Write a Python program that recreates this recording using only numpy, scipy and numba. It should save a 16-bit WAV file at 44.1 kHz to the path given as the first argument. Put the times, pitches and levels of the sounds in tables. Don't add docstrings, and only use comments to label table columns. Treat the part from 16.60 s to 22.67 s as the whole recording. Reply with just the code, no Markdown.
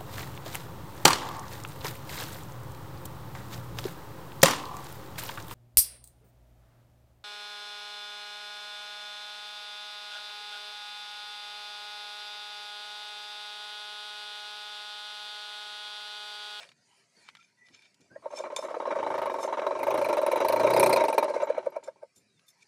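import sys
import numpy as np
from scipy import signal
from scipy.fft import rfft, irfft
from scipy.io import wavfile
from scipy.ndimage import uniform_filter1d
from numba import njit

SR = 44100
rng = np.random.default_rng(int(sys.argv[2]) if len(sys.argv) > 2 else 0)


def store_wav(level_fs):
    pcm = np.round(np.clip(np.atleast_2d(level_fs), -1, 1) * 32767)
    wavfile.write(sys.argv[1], SR, pcm.T.astype(np.int16))


def level_to_linear(level):
    exponent = np.asarray(level, float) / 20
    return 10 ** exponent


N = 267731
TIME = np.arange(N) / SR


def unit(x):
    return x / np.sqrt(np.mean(x ** 2))


def curve(table):
    time_s, *columns = np.transpose(table)
    return [np.interp(TIME, time_s, column) for column in columns]


def colour(x, points):
    hz, db = np.transpose(points)
    freq_hz = np.maximum(np.arange(N // 2 + 1) * SR / N, 1)
    gain_db = np.interp(np.log(freq_hz), np.log(hz), db)
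    return irfft(rfft(x) * level_to_linear(gain_db), N)


def band(x, hz, octaves):
    edges_hz = np.minimum(hz * 2 ** (np.array([-.5, .5]) * octaves), SR / 2.1)
    return signal.sosfilt(signal.butter(2, edges_hz, "band", fs=SR, output="sos"), x)


def walk(rate_hz):
    hold = int(SR / rate_hz)
    steps = np.repeat(rng.standard_normal(N // hold + 1), hold)
    return unit(uniform_filter1d(uniform_filter1d(steps, hold), hold)[:N])


def swell(peak_s, rise_s, fall_s):
    return np.exp(np.where(TIME < peak_s, (TIME - peak_s) / rise_s, (peak_s - TIME) / fall_s))


def grit(spread_db):
    return unit(rng.standard_normal(N) * level_to_linear(spread_db * rng.exponential(size=N)))


def law(speed, db_at_30, db_per_octave, knee, knee_db_per_octave):
    speed = np.maximum(speed, 1)
    below_knee = np.minimum(np.log2(speed / knee), 0)
    return db_at_30 + db_per_octave * np.log2(speed / 30) + knee_db_per_octave * below_knee


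def odd_turns(turns, table):
    rows = np.zeros((len(table[0]) - 1, int(turns[-1]) + 2))
    for time_s, *row in table:
        rows[:, int(np.round(np.interp(time_s, TIME, turns)))] = row
    return uniform_filter1d(rows[:, (turns + .15).astype(int)], size=512, axis=1)


# (time_s, speed_turns_per_s)
SHAFT_SPEED = [(1.5, 4.85), (1.66, 12.11), (1.8, 15.76), (2.17, 17.02), (2.43, 26.32), (2.56, 26.49),
               (2.87, 20.9), (3.05, 21.87), (3.36, 28.55), (3.48, 26.38), (3.59, 21.35), (3.7, 20.65),
               (4.12, 31.0), (4.3, 31.3), (4.42, 24.4), (4.52, 21.48), (4.85, 14.12), (5.3, 7.5),
               (5.6, 3.58)]
# (time_s, gain_db)
NEARNESS = [(1.5, -3.5), (2.0, -3.5), (2.5, -1), (3.15, -1), (3.45, 3.5), (3.8, 4.5), (4.25, 9), (4.6, 4),
            (5.0, 8), (5.5, 17)]
# (time_s, strike_db, thud_db, rasp_db)
UNEVEN_TURNS = [(1.54, 0, 7, 0), (1.84, 6.5, -0.5, 23), (2.14, 2, 2, 20), (2.25, 0, 6, -2),
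                (2.924, 4, -11, 4), (2.346, -11, 4, -8), (2.876, -2, -4, -22), (3.063, 7.5, -15, 20.5),
                (3.149, -1, -12, -9), (3.23, 1.5, -28, 3.5), (3.486, -3.5, -22, -1),
                (3.616, -7.5, 1.5, -3.5), (3.711, -0.5, 2, 2), (3.845, 4, -1, 2), (3.885, -4, 4, 9),
                (4.259, 0, -2, 3.5), (4.227, 2, -2.5, -3), (4.291, -1.5, 1.5, -1.5), (4.325, -1.5, 3, 1),
                (4.36, 0, 3.5, -4), (4.44, 0.5, 5.5, -6), (4.401, -1.5, 1, -21), (4.527, -5, -2, -0.5),
                (4.626, 4.5, 0.5, 10), (3.927, -3, 1.5, 3.5), (4.575, 8.5, -10, 9), (4.68, -5, 0, 0),
                (4.738, 3.5, 1.5, 9), (5.12, -2, 2.5, -23), (5.36, 1.5, -0.5, -7)]
# (time_s, delay_s)
DELAYED_STRIKES = [(2.3, .005), (2.346, .005), (2.924, .002), (3.063, .002), (3.711, .003), (3.845, .002),
                   (4.575, .004)]


def blower():
    stop_s, start_turn, thud_early_s = 5.5, .07, .0068
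    speed = curve(SHAFT_SPEED)[0] * (TIME >= SHAFT_SPEED[0][0]) * (TIME < stop_s)
    turns = start_turn + np.cumsum(speed) / SR
    octaves = np.log2(np.maximum(speed, 1) / 30)
    strike_odd_db, thud_odd_db, rasp_odd_db = odd_turns(turns, UNEVEN_TURNS)
    thrown = turns - odd_turns(turns, DELAYED_STRIKES)[0] * speed
    dropped = turns + thud_early_s * speed
    poles = shell()
    blows = level_to_linear(strike_odd_db) * strike(speed, thrown, poles)
    blows = blows + level_to_linear(thud_odd_db) * thud(speed, dropped, poles)
    steady = rub(speed, turns, thrown, poles) + hum(turns, octaves) + air(speed) + buffet(octaves)
    total = level_to_linear(curve(NEARNESS)[0]) * (blows + steady) + rasp(thrown, dropped, rasp_odd_db)
    return total * uniform_filter1d(1. * (speed > 0), size=1024)


def contact(turns, at_turn, lead_s, drag_s, blow, push_s, judder_hz, scatter_db, scatter_s):
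    whole = np.arange(int(turns[-1]) + 1)
    chance = rng.standard_normal((len(whole), 2))
    times_s = np.interp(whole + at_turn, turns, TIME) + scatter_s * chance[:, 0]
    marks = np.zeros(N)
    marks[np.clip((times_s * SR).astype(int), 0, N - 1)] = level_to_linear(scatter_db * chance[:, 1])
    lag_s = np.arange(-2048, 2049) / SR
    grind = np.exp(np.where(lag_s < 0, lag_s / lead_s, -lag_s / drag_s))
    push = blow * np.exp(-(lag_s / push_s) ** 2) * np.cos(2 * np.pi * judder_hz * lag_s)
    chatter = signal.fftconvolve(marks, grind, "same") * grit(1.1)
    return chatter + signal.fftconvolve(marks, push, "same")


@njit
def resonate(force, pole):
    out, z = np.empty(len(force)), 0j
    for i in range(len(force)):
        z = z * pole[i] + force[i]
        out[i] = z.imag
    return out


# (pitch_hz, t60_s, strike_db, thud_db, rub_db)
HOUSING_MODES = [(262, 0.0061, -16, -20.5, 7), (374.3, 0.061, -27, -33.5, -4.5),
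                 (404, 0.0064, 11.5, -1, -15.5), (498, 0.031, -23, 1.5, -32.5), (565, .04, -.5, 0, -2),
                 (635, .045, -3, -2, -1), (915, .05, 1, -9, -9), (1069, 0.039, -1.5, -13, -7.5),
                 (1127, 0.0097, -9, -20.5, -18.5), (1402, 0.028, -9, -21, -14),
                 (1292, 0.0039, 8, -3.5, 1.5), (1600, 0.03, -25.5, -16, -14.5),
                 (2045, 0.0017, -32.5, -50.5, -2.5), (2300, 0.012, -15, -18.5, -8.5),
                 (2755, 0.0132, -21.5, -76.5, -24), (3960, 0.028, -13.5, -43.5, -22.5),
                 (5670, 0.00624, -13.5, -37.5, -22)]


def shell():
    poles = []
    for hz, t60_s, *_ in HOUSING_MODES:
        wander = .012 * min(hz / 1000, 2) * walk(20)
        poles.append(np.exp(2j * np.pi * hz * (1 + wander) / SR - np.log(1000) / (t60_s * SR)))
    return poles


# (time_s, gain_db)
UPPER_MODE_GAIN = [(1.6, 4.5), (2.4, 5), (2.8, 4.5), (3.5, -0.5), (5.2, -1.5)]


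def ring(force, poles, column):
    out, upper_db = 0, curve(UPPER_MODE_GAIN)[0]
    for k, mode in enumerate(HOUSING_MODES):
        shake_db = min(mode[0] / 600, 2.2) * walk(30) + upper_db * (1000 < mode[0] < 1500)
        out = out + (-1) ** k * level_to_linear(mode[column]) * resonate(force * level_to_linear(shake_db), poles[k])
    return unit(signal.sosfilt(signal.butter(4, [330, 7800], "band", fs=SR, output="sos"), out))


def strike(speed, thrown, poles):
    level_db = law(speed, db_at_30=-37.5, db_per_octave=-3, knee=19, knee_db_per_octave=37)
    force = contact(thrown, at_turn=0, lead_s=.0006, drag_s=.0075, blow=1.2, push_s=.001,
                    judder_hz=780, scatter_db=1.2, scatter_s=.0007)
    return level_to_linear(level_db) * ring(force, poles, column=2)


def thud(speed, dropped, poles):
    level_db = law(speed, db_at_30=-38, db_per_octave=-.5, knee=13, knee_db_per_octave=22)
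    force = contact(dropped, at_turn=.47, lead_s=.005, drag_s=.009, blow=.38, push_s=.0026,
                    judder_hz=585, scatter_db=.76, scatter_s=.001)
    return level_to_linear(level_db) * ring(force, poles, column=3)


# (freq_hz, density_db_per_hz)
SCRAPE_COLOUR = [(1500, -23), (2300, 15), (3200, -13), (4200, -1), (6000, -10), (7900, -16.5), (8800, -1),
                 (10000, -6), (11500, -6), (13500, -5), (15000, -22), (15800, -36)]
# (time_s, level_db)
SCRAPE_LEVEL = [(1.5, -100), (2.2, -88), (2.6, -50.5), (3.14, -72), (3.22, -43), (3.75, -42.5),
                (4.05, -40.5), (4.24, -24.5), (4.45, -33.5), (4.62, -45.5), (4.7, -78), (5.3, -90)]
# (time_s, level_db)
DROP_LEVEL = [(1.5, -80), (2.5, -61), (3.14, -93), (3.3, -52.5), (3.9, -50.5), (4.24, -39), (4.6, -47.5),
              (4.8, -56), (5.2, -62), (5.45, -72)]
# (centre_hz, width_hz, gain_db)
BEARING_MODES = [(3350, 160, 1), (4150, 120, 7.5), (4900, 150, 2.5), (5470, 180, 2), (6350, 200, 4),
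                 (9540, 1570, -8.5)]


def rasp(thrown, dropped, odd_db):
    scrape = contact(thrown, at_turn=.02, lead_s=.0015, drag_s=.0065, blow=1.2, push_s=.00003,
                     judder_hz=9000, scatter_db=2.2, scatter_s=.0015)
    scrape = level_to_linear(curve(SCRAPE_LEVEL)[0] + odd_db) * unit(colour(scrape, SCRAPE_COLOUR))
    drop = contact(dropped, at_turn=.47, lead_s=.002, drag_s=.005, blow=.8, push_s=.00003,
                   judder_hz=9000, scatter_db=2.5, scatter_s=.002)
    drop = band(colour(drop, SCRAPE_COLOUR), 6400, .9)
    both = scrape + level_to_linear(curve(DROP_LEVEL)[0]) * unit(drop)
    rings = sum(level_to_linear(db + 1.1 * walk(40)) * band(both, hz, width_hz / hz)
                for hz, width_hz, db in BEARING_MODES)
    centres_hz = 2000 * 2 ** np.arange(0, 3.2, .4)
    return .7 * sum(level_to_linear(2.1 * walk(100)) * band(both + rings, hz, .4) for hz in centres_hz)


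def rub(speed, turns, thrown, poles):
    level_db = law(speed, db_at_30=-30.5, db_per_octave=9.5, knee=14.5, knee_db_per_octave=25)
    blade_db = 1.6 * np.cos(8 * np.pi * turns)
    slack_db = -18 * (thrown % 1) ** 3
    force = grit(1.8) * level_to_linear(blade_db + slack_db + 2.5 * walk(40))
    return level_to_linear(level_db) * ring(force, poles, column=4)


# (multiple_of_shaft_speed, level_db)
BLADE_HUM = [(4, -52), (5, -58), (6, -58), (7, -59), (8, -57), (10, -51), (11, -49), (12, -47), (13, -49),
             (14, -50), (15, -48)]


def hum(turns, octaves):
    out = 0
    for multiple, db in BLADE_HUM:
        tone = np.sin(2 * np.pi * (multiple * turns + rng.random()))
        out = out + level_to_linear(db + 38 * octaves + 1.2 * walk(12)) * tone
    return out


# (freq_hz, density_db_per_hz)
HISS_COLOUR = [(120, -55), (200, -29.5), (321, -23), (392, -5.5), (585, -10.5), (827, -9.5), (940, -8.5),
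               (1070, -14), (1980, -8), (2650, -10.5), (3550, -20.5), (4410, -10), (5010, -10.5),
               (10200, -19.5), (15500, -54.5)]


def air(speed):
    level_db = law(speed, db_at_30=-59, db_per_octave=6.5, knee=16, knee_db_per_octave=24)
    return level_to_linear(level_db + 2 * walk(54)) * unit(colour(grit(2.4), HISS_COLOUR))


def buffet(octaves):
    return level_to_linear(-65 + 13.3 * octaves + 2 * walk(20)) * unit(band(rng.standard_normal(N), 110, 3.4))


# (start_s, pitch_hz, level_db, t60_s)
METAL_PINGS = [(4.835, 7150, -49, 0.066), (4.857, 12200, -50, 0.022), (4.893, 6560, -59, .08),
               (5.1039, 11800, -60, 0.022), (5.236, 7180, -57, 0.1)]


def pings():
    out, lag_s = np.zeros(N), np.arange(4096) / SR
    for start_s, hz, db, t60_s in METAL_PINGS:
        pair = np.sin(2 * np.pi * hz * lag_s) + .6 * np.sin(2 * np.pi * 1.013 * hz * lag_s)
        fade = level_to_linear(db - 60 * lag_s / t60_s) * np.minimum(lag_s / .001, 1)
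        start = int(start_s * SR)
        out[start:start + len(lag_s)] += fade * pair
    return out * level_to_linear(4.2 * walk(200))


# (start_s, peak_db, centre_hz)
GRIT_TICKS = [(0.031, -39, 2130), (0.04, -43, 1550), (0.051, -45, 2190), (0.07, -56, 2310),
              (0.09, -44, 2300), (0.117, -45.5, 2100), (0.4389, -58, 2220), (0.681, -50, 2300),
              (0.688, -34, 1760), (0.699, -45, 2250), (0.751, -40.5, 2040), (0.769, -45, 2060),
              (0.8276, -50, 2300), (1.0854, -50, 2320), (1.2218, -48, 2760), (1.344, -51, 4040),
              (1.4077, -54, 4890), (1.9623, -37.5, 2400), (2.9963, -27.5, 1300), (5.794, -55, 2530)]


def ticks():
    out, lag_s = np.zeros(N), np.arange(1024) / SR
    for start_s, db, hz in GRIT_TICKS:
        tail = np.exp(-lag_s / .0044) * rng.standard_normal(len(lag_s))
        tick = band(tail + 4 * (lag_s == 0), hz, 1.73)
        start = int(start_s * SR)
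        out[start:start + len(lag_s)] += level_to_linear(db) * tick / np.abs(tick).max()
    return out


# (peak_s, level_db, rise_s, fall_s, centre_hz)
DRAGS = [(0.022, -50, 0.1, 0.027, 2240), (.69, -54, 0.043, 0.006, 2300), (.80, -62.5, 0.022, 0.062, 3130),
         (1.069, -58.5, 0.0053, 0.0064, 3370), (1.15, -48, 0.0097, 0.0092, 2780),
         (1.26, -62, 0.085, 0.021, 2780), (1.414, -61.5, 0.0054, 0.03, 3930),
         (1.777, -44.5, 0.025, 0.034, 4500), (1.963, -35.5, 0.00052, 0.02, 4900),
         (2.029, -52, 0.012, 0.037, 5460), (2.832, -42.5, 0.02, 0.022, 5560),
         (5.239, -54, 0.003, 0.029, 4900), (5.563, -55, 0.0046, 0.021, 6300),
         (5.889, -59.5, 0.01, 0.018, 6640), (6.03, -58, 0.023, 0.0039, 4300)]
# (centre_hz, width_hz, gain_db)
WHEEL_MODES = [(2350, 300, 2.5), (3600, 200, -3), (5330, 260, -1), (6330, 300, -5.5), (7180, 200, 0)]
# (peak_s, level_db)
HANDLING_THUMPS = [(0.569, -69), (1.107, -63.5), (1.402, -64.5), (1.513, -56.5), (5.569, -66.5)]


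def scuffs():
    rough = grit(2.8) * level_to_linear(2.5 * walk(150))
    low = unit(band(rng.standard_normal(N), 170, 2.5))
    rings = sum(level_to_linear(db + 4.9 * walk(40)) * band(rough, hz, width_hz / hz)
                for hz, width_hz, db in WHEEL_MODES)
    shaken = rough + 3 * rings
    out = np.zeros(N)
    for peak_s, db, rise_s, fall_s, hz in DRAGS:
        drag = unit(band(band(shaken, hz, 2.03), hz, 2.03))
        out += level_to_linear(db) * swell(peak_s, rise_s, fall_s) * drag
    for peak_s, db in HANDLING_THUMPS:
        out += level_to_linear(db) * swell(peak_s, .0052, .06) * low
    return out


# (start_s, length_s, start_hz, end_hz, level_db)
THIN_SQUEAKS = [(0.756, 0.071, 1370, 1350, -65), (0.972, 0.14, 1960, 1920, -60.5),
                (1.5, 0.075, 1500, 1650, -62), (1.553, 0.037, 1830, 1850, -62),
                (5.667, 0.13, 3980, 3470, -75.5)]


def squeaks():
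    out, flutter, waver = np.zeros(N), level_to_linear(4 * walk(120)), 1 + .018 * walk(250)
    for start_s, length_s, start_hz, end_hz, db in THIN_SQUEAKS:
        span = (TIME >= start_s) & (TIME < start_s + length_s)
        part = (TIME[span] - start_s) / length_s
        arch = 1 + .02 * np.sin(np.pi * part ** 1.5)
        pitch_hz = waver[span] * arch * (start_hz + (end_hz - start_hz) * part)
        phase = 2 * np.pi * np.cumsum(pitch_hz) / SR
        out[span] += level_to_linear(db) * np.sin(np.pi * part) ** .5 * np.sin(phase)
    return out * flutter


# (time_s, level_db)
HISS_LEVEL = [(0, -53.5), (.15, -73), (.4, -65), (.47, -72.5), (.62, -63), (.73, -69), (.95, -74.5),
              (1.2, -68), (1.38, -73), (1.7, -69), (5.2, -77), (6.07, -70.5)]


def yard():
    hiss = colour(grit(.65), HISS_COLOUR)
    bands = sum(level_to_linear(3 * walk(25)) * band(hiss, hz, 430 / hz) for hz in np.arange(300, 15500, 300))
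    rumble = level_to_linear(-79.5 + 3 * walk(15)) * unit(band(rng.standard_normal(N), 160, 1.3))
    return level_to_linear(curve(HISS_LEVEL)[0]) * unit(bands) + rumble


def scene():
    return (blower() + pings() + ticks() + scuffs() + squeaks() + yard())[None]


def band_limit(x):
    return signal.sosfilt(signal.butter(12, 15840, fs=SR, output="sos"), x)


def record(dry):
    port = dry + .25 * band(dry, 2353, .2)
    lean = signal.sosfilt(signal.butter(3, 95, "high", fs=SR, output="sos"), port)
    cut = signal.sosfilt(signal.ellip(10, .2, 80, 15500, fs=SR, output="sos"), lean)
    return band_limit(cut)


dry = scene()
out = record(dry)
store_wav(out)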